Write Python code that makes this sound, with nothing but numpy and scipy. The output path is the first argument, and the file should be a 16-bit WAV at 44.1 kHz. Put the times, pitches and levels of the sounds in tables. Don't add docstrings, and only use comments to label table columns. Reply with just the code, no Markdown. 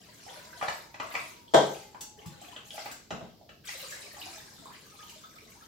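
import sys
import numpy as np
from scipy import signal
from scipy.fft import rfft, irfft
from scipy.io import wavfile
from scipy.ndimage import uniform_filter1d

SR = 44100
rng = np.random.default_rng(int(sys.argv[2]) if len(sys.argv) > 2 else 0)


def int16_out(signal):
    q = np.round(np.clip(np.atleast_2d(signal).T, -1, 1) * 32767)
    wavfile.write(sys.argv[1], SR, q.astype(np.int16))


N = 250213
TIME = np.arange(N) / SR


def from_db(db):
    return 10 ** (np.asarray(db) / 20)


def rms_one(x):
    return x / np.sqrt(np.mean(x ** 2) + 1e-20)


def unit_energy(x):
    return x / np.sqrt(np.sum(x ** 2, axis=-1, keepdims=True) + 1e-20)


def in_time(rows):
    s, *columns = np.transpose(rows)
    return [np.interp(TIME, s, c) for c in columns]


def at_hz(points, hz):
    points = np.array(points)
    return np.interp(np.log(hz), np.log(points[:, 0]), points[:, 1])


def add(track, s, sound):
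    start = max(round(s * SR), 0)
    track[..., start:start + sound.shape[-1]] += sound[..., :max(N - start, 0)]


def passband(x, low_hz, high_hz):
    band = [low_hz, min(high_hz, .45 * SR)]
    return signal.sosfilt(signal.butter(2, band, "band", fs=SR, output="sos"), x)


def ring(hz, t60, t, rise=0):
    return np.sin(2 * np.pi * hz * t * (1 + rise * t / t60 / 2)) * from_db(-60 * t / t60)


def click(spectrum, size=4096):
    hz = np.maximum(np.arange(size // 2 + 1) * SR / size, 1)
    cepstrum = irfft(np.log(from_db(at_hz(spectrum, hz))))
    return unit_energy(irfft(np.exp(2 * rfft(cepstrum[:size // 2], size))))


def patter(spectrum, t60):
    t = TIME[:SR // 5]
    impacts = rng.standard_normal(len(t)) * from_db(-60 * t / t60)
    return unit_energy(signal.fftconvolve(impacts, click(spectrum)))


def bubble(hz, cycles, rise):
    t = TIME[:SR // 5]
    return unit_energy(ring(hz, cycles / hz, t, rise) * (1 - np.exp(-2 * hz * t)))


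# frequency in Hz, left-right correlation.
LIKENESS = [(100, 0.91), (250, 0.6), (500, 0.79), (1000, -0.11), (3000, 0.31), (12000, -0.25)]


def noise_bands(size):
    white = rng.standard_normal((2, 2, size))
    edges = 22 * 2 ** np.arange(0, 10, .5)
    for k, (low, high) in enumerate(zip(edges, edges[1:])):
        mid, side = passband(white[k % 2], low, high)
        hz = np.sqrt(low * high)
        alike = np.clip(at_hz(LIKENESS, hz), -1, 1)
        yield hz, np.sqrt(1 + alike) * mid + np.sqrt(1 - alike) * side * np.array([[1], [-1]])


# frequency in Hz, relative density in dB per Hz.
BACKGROUND = [(25, -23), (40, -4.5), (65, -2), (100, 1), (170, 0.5), (400, -4.5), (900, -21), (1850, -41),
              (4200, -13), (7500, -28), (9000, -67.5), (15500, -6.5)]
BACKGROUND_DB = -59.5


def background():
    bands = sum(from_db(at_hz(BACKGROUND, hz)) * band for hz, band in noise_bands(size=N))
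    return from_db(BACKGROUND_DB) * rms_one(bands)


# frequency in Hz, decay time t60 in seconds.
ROOM_T60 = [(100, 0.25), (300, 0.43), (700, 0.38), (2500, 0.43), (7000, 0.45), (15000, 0.17)]


def kitchen(x, direct_db, bucket_db, room_db, bucket_t60=0.037, build_s=0.0063):
    t = TIME[:2 * SR // 3]
    response = 0
    for hz, band in noise_bands(size=SR):
        band = band[:, -len(t):]
        share = np.sqrt(hz * np.log(2) / SR)
        early = unit_energy(band * from_db(-60 * t / bucket_t60))
        room_decay = from_db(-60 * t / at_hz(ROOM_T60, hz))
        late = unit_energy(band * room_decay * (1 - np.exp(-t / build_s)))
        response = response + share * (from_db(bucket_db) * early + from_db(room_db) * late)
    response[:, 0] += from_db(direct_db)
    return signal.oaconvolve(x[None], response, axes=1)[:, :N]


# time in seconds, mean pitch in Hz, level in dB before the room.
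WHINE = [(0.1, 970, -81), (0.4, 997, -55), (0.9, 919, -56), (1.35, 959, -59.5), (1.85, 864, -60),
         (2.15, 837.5, -61), (2.7, 814, -63), (3.0, 836, -94)]


def whine(waver_hz):
    hz, db = in_time(WHINE)
    waver = rms_one(uniform_filter1d(rng.standard_normal(N), size=200))
    phase = 2 * np.pi * np.cumsum(hz + waver_hz * waver) / SR
    return from_db(db) * rms_one(np.sin(phase))


# start in seconds, relative level in dB, low-pass corner in Hz.
KNOCKS = [(1.5377, -7, 9000), (1.544, 4.5, 6000), (1.567, -8.5, 7100), (1.576, -8.5, 2500),
          (3.108, -20.5, 890), (3.209, -26.5, 1210)]
# frequency in Hz, relative density in dB per Hz.
WALL = [(60, -25), (110, -14), (190, -3), (300, -4.5), (600, 4), (850, 2), (1150, -7.5), (2000, -14.5),
        (2650, -26), (3200, -9.5), (4600, -20), (7600, -18.5), (9500, -32.5), (15000, -30.5)]
# frequency in Hz, relative level in dB, decay time t60 in seconds.
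BUCKET_MODES = [(143.4, -7, 0.52), (199.8, -13.5, 0.6), (331, -11, 0.25), (408, -18, 0.45),
                (399, -21, 0.88), (421, -4, 0.42), (490, -22, 0.59), (535.5, -5, 0.52), (576, -3, 0.18),
                (608, 3.5, 0.23), (658.8, -4.5, .4), (790, -12.5, 0.7), (844, -10, 0.57), (1000, -16, 0.36),
                (1560, -8, 0.43), (3184, -4, 0.32), (3400, -28, 0.21)]


def knocks(wall_db, modes_db, spacing_s):
    thuds, ringing, t = np.zeros(N), np.zeros((2, N)), TIME[:SR // 2]
    lags = rng.uniform(0, spacing_s, (len(BUCKET_MODES), 2, 1))
    modes = np.array([from_db(level) * ring(hz, t60, np.maximum(t - lag, 0))
                      for (hz, level, t60), lag in zip(BUCKET_MODES, lags)])
    for s, db, corner_hz in KNOCKS:
        signs = rng.choice([-1, 1], (len(modes), 1, 1))
        struck = unit_energy(np.sum(signs * modes, axis=0))
        contact = signal.butter(1, min(corner_hz, .45 * SR), fs=SR)
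        add(thuds, s, from_db(db + wall_db) * signal.lfilter(*contact, click(WALL)))
        add(ringing, s, from_db(db + modes_db) * signal.lfilter(*contact, struck))
    return thuds, passband(ringing, 167, 9000)


# start in seconds, relative slap level in dB,
# relative pocket level in dB, first pocket pitch in Hz.
SPLASHES = [(.612, -35, -23.5, 1174), (.625, -29.5, -21, 741), (.682, -25, -46, 780),
            (.942, -40.5, -47, 2420), (.999, -31.5, -25, 1126), (1.139, -34, -29.5, 1187),
            (1.151, -28.5, -20.5, 2280), (1.946, -47.5, -36.5, 990), (2.563, -42.5, -34.5, 3080),
            (2.706, -54.5, -34.5, 3210), (2.778, -36, -31, 646), (2.858, -35, -37.5, 708),
            (2.910, -48.5, -38, 1530), (3.106, -31.5, -32, 640), (3.411, -69, -44, 675),
            (3.491, -44.5, -45, 2920), (3.688, -41, -31, 1950), (4.166, -52.5, -45.5, 810)]
# frequency in Hz, relative density in dB per Hz.
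SLAP = [(35, -33), (100, -11), (350, -2.5), (650, 4), (1300, 4), (2700, 0), (3600, -8), (7000, -13),
        (15000, -63)]
# frequency in Hz, relative density in dB per Hz.
SPRAY = [(500, -16.5), (1800, -18.5), (3500, -14), (7700, -6.5), (9200, -18.5), (15500, -17.5)]


def splashes(pocket_gain_db, slap_gain_db, spray_gain_db):
    out = np.zeros(N)
    for s, slap_db, pocket_db, hz in SPLASHES:
        add(out, s, from_db(pocket_db + pocket_gain_db) * bubble(hz, cycles=18.0, rise=0.036))
        add(out, s, from_db(slap_db + slap_gain_db) * patter(SLAP, t60=0.02))
        add(out, s, from_db(slap_db + spray_gain_db) * patter(SPRAY, t60=0.14))
    return out


# start in seconds, relative level in dB.
SPRAYS = [(2.006, -45), (2.257, -55.5), (2.411, -61.5), (2.735, -62), (2.912, -50), (3.903, -48.5),
          (5.093, -56)]


def sprays(gain_db, swell_s):
    out = np.zeros(N)
    for s, db in SPRAYS:
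        shower = patter(SPRAY, t60=0.054)
        swell = np.minimum(TIME[:len(shower)] / swell_s, 1)
        add(out, s, from_db(db + gain_db) * unit_energy(shower * swell))
    return out


# start in seconds, relative level in dB.
DRIPS = [(4.915, -45), (4.989, -37.5), (5.026, -41), (5.236, -36), (5.361, -42.5), (5.617, -43)]
DRIP_HZ, DRIP_PITCH_SPREAD = 1275, 0.02
SATELLITE_HZ, SATELLITE_DB = 3540, -8.5


def dripping():
    scales = np.exp(DRIP_PITCH_SPREAD * rng.standard_normal(len(DRIPS)))
    rows = []
    for (s, db), scale in zip(DRIPS, scales):
        rows.append((s, db, DRIP_HZ * scale))
        rows.append((s, db + SATELLITE_DB, SATELLITE_HZ * scale))
    return rows


# start in seconds, end in seconds,
# relative level in dB, first and last pitch in Hz before scatter.
SQUIRTS = [(1.095, 1.128, -38, 864, 3140), (2.778, 2.794, -66, 905, 3130), (4.657, 4.769, -43, 714, 2520)]


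def squirts(count, pitch_scatter):
    steps = (np.arange(count) + rng.random((len(SQUIRTS), count))) / count
    rows = []
    for (start, end, db, first_hz, last_hz), chain in zip(SQUIRTS, steps):
        for u in chain:
            scatter = np.exp(pitch_scatter * rng.uniform(-1.4, 1))
            hz = first_hz * (last_hz / first_hz) ** u * scatter
            rows.append((start + (end - start) * u, db, hz))
    return rows


# start in seconds, relative level in dB, first pitch in Hz.
BUBBLES = [(.264, -37, 776), (.312, -42.5, 777), (.529, -38, 1545), (1.042, -34, 650), (1.479, -47, 3300),
           (2.178, -41.5, 438), (2.19, -48.5, 3090), (2.741, -38.5, 652), (3.921, -33, 1730),
           (4.18, -40.5, 760), (4.215, -35, 2840), (4.265, -36.5, 757), (4.655, -36, 1030),
           (5.094, -43, 2830), (5.384, -43.5, 2300), (5.42, -48, 445)]
# start in seconds, relative level in dB, first pitch in Hz.
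GULPS = [(2.261, -34.5, 157), (2.288, -53, 194), (3.124, -32.5, 194), (3.224, -37.5, 177),
         (4.595, -46, 242)]


def bubbles(rows, cycles, rise, gain_db):
    out = np.zeros(N)
    for s, db, hz in rows:
        add(out, s, from_db(db + gain_db) * bubble(hz, cycles, rise))
    return out


# start in seconds, length in seconds,
# flow level in dB, lean towards large bubbles in dB.
SURGES = [(0, 0.16, -59, 0.5), (0.182, 0.088, -54.5, 0), (0.282, 0.092, -50, 3), (.42, .17, -58, 0),
          (0.569, 0.18, -51, 0), (1.02, 0.1, -55.5, 0.5), (1.114, 0.15, -51.5, 0.5), (1.476, .04, -67, -1),
          (1.57, .2, -52.5, -0.5), (2.167, 0.2, -56.5, 5.5), (2.402, 0.096, -51.5, 3.5),
          (2.641, 0.078, -67, -8), (2.72, 0.1, -50, -1.5), (3.11, 0.11, -59.5, 7.5), (4.183, 0.14, -50, 0),
          (4.965, 0.16, -57.5, 0.5), (5.479, 0.029, -60.5, 0.5)]
SURGE_RISE_S, SETTLE_DB_PER_S = 0.0083, 103


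def surging(lean):
    power = 0
    for start, length, db, lean_db in SURGES:
        rise = np.clip((TIME - start) / SURGE_RISE_S, 0, 1)
        settled_db = SETTLE_DB_PER_S * np.maximum(TIME - start - length, 0)
        power = power + (rise * from_db(db + lean * lean_db - settled_db)) ** 2
    return np.sqrt(power)


GUSH_DB, DRIBBLE_DB, THINNING_S = -42.5, -62.5, 0.69


def run_off(start_s, rise_s=0.03):
    t = np.maximum(TIME - start_s, 0)
    flow_db = DRIBBLE_DB + (GUSH_DB - DRIBBLE_DB) * np.exp(-t / THINNING_S)
    return np.minimum(t / rise_s, 1) * from_db(flow_db)


# frequency in Hz, relative density in dB per Hz.
WATER = [(280, -13), (450, -6), (700, 0), (1000, -6), (2900, -6), (5400, -11), (7700, -11), (8900, -19),
         (15500, -19)]


def crowd(low_hz, high_hz, cycles, spread_db, count):
    when, pitch, size = rng.random((count, 3)).T[:, :, None]
    hz = low_hz * (high_hz / low_hz) ** pitch
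    t = TIME[:int(cycles / low_hz * SR)]
    size_db = spread_db * np.minimum(-np.log(size), 4)
    height = hz * from_db(at_hz(WATER, hz) + size_db)
    waves = height * ring(hz, cycles / hz, t, rise=0.025) * (1 - np.exp(-2 * hz * t))
    at = (when * N).astype(int) + np.arange(len(t))
    sound = rms_one(np.bincount(at.ravel(), waves.ravel(), N)[:N])
    return sound / np.sqrt(uniform_filter1d(sound ** 2, size=6000) + 1e-6)


LIFT_S, GURGLE_LAG_S = 3.635, .085
GURGLE_DB, TRICKLE_DB, FIZZ_DB = -5, -.5, 1.77


def slosh():
    gurgle = crowd(281, 1239, cycles=36, spread_db=9.5, count=650)
    gurgle *= np.hypot(surging(0.97), run_off(LIFT_S + GURGLE_LAG_S))
    trickle = crowd(1121, 4174, cycles=33, spread_db=5.5, count=1300)
    trickle *= np.hypot(surging(0), run_off(LIFT_S))
    fizz = crowd(3860, 15500, cycles=36, spread_db=4.5, count=3000)
    fizz *= np.hypot(surging(-1.45), run_off(LIFT_S))
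    return from_db(GURGLE_DB) * gurgle + from_db(TRICKLE_DB) * trickle + from_db(FIZZ_DB) * fizz


def scene():
    single = bubbles(BUBBLES, cycles=35, rise=0.023, gain_db=23.5)
    single += bubbles(squirts(count=14, pitch_scatter=0.17), cycles=12, rise=0.18, gain_db=17.5)
    single += bubbles(GULPS, cycles=6.6, rise=0.21, gain_db=27)
    single += bubbles(dripping(), cycles=100, rise=0.016, gain_db=20.5)
    slaps = splashes(pocket_gain_db=19.5, slap_gain_db=24.5, spray_gain_db=3.5)
    slaps += sprays(gain_db=36.0, swell_s=0.0033)
    thuds, ringing = knocks(wall_db=13.5, modes_db=9.0, spacing_s=0.00081)
    heard = sum(kitchen(slosh(), direct_db=-14.0, bucket_db=-9.5, room_db=-6) for part in ("first", "second"))
    heard += kitchen(single + whine(waver_hz=26.8), direct_db=-17.5, bucket_db=-6.5, room_db=-5.5)
    heard += kitchen(slaps, direct_db=-13.5, bucket_db=-4.5, room_db=0.0)
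    heard += kitchen(thuds, direct_db=-20.0, bucket_db=-5, room_db=-1.5)
    heard += ringing
    return heard * from_db([[.7], [-.7]]) + background()


CUTOFF_HZ = 15900


def record(dry):
    thin = signal.sosfilt(signal.butter(2, 24, "high", fs=SR, output="sos"), dry)
    rounded = .8 * np.tanh(thin / .8)
    return signal.sosfilt(signal.ellip(12, .1, 80, CUTOFF_HZ, fs=SR, output="sos"), rounded)


dry = scene()
out = record(dry)
int16_out(out)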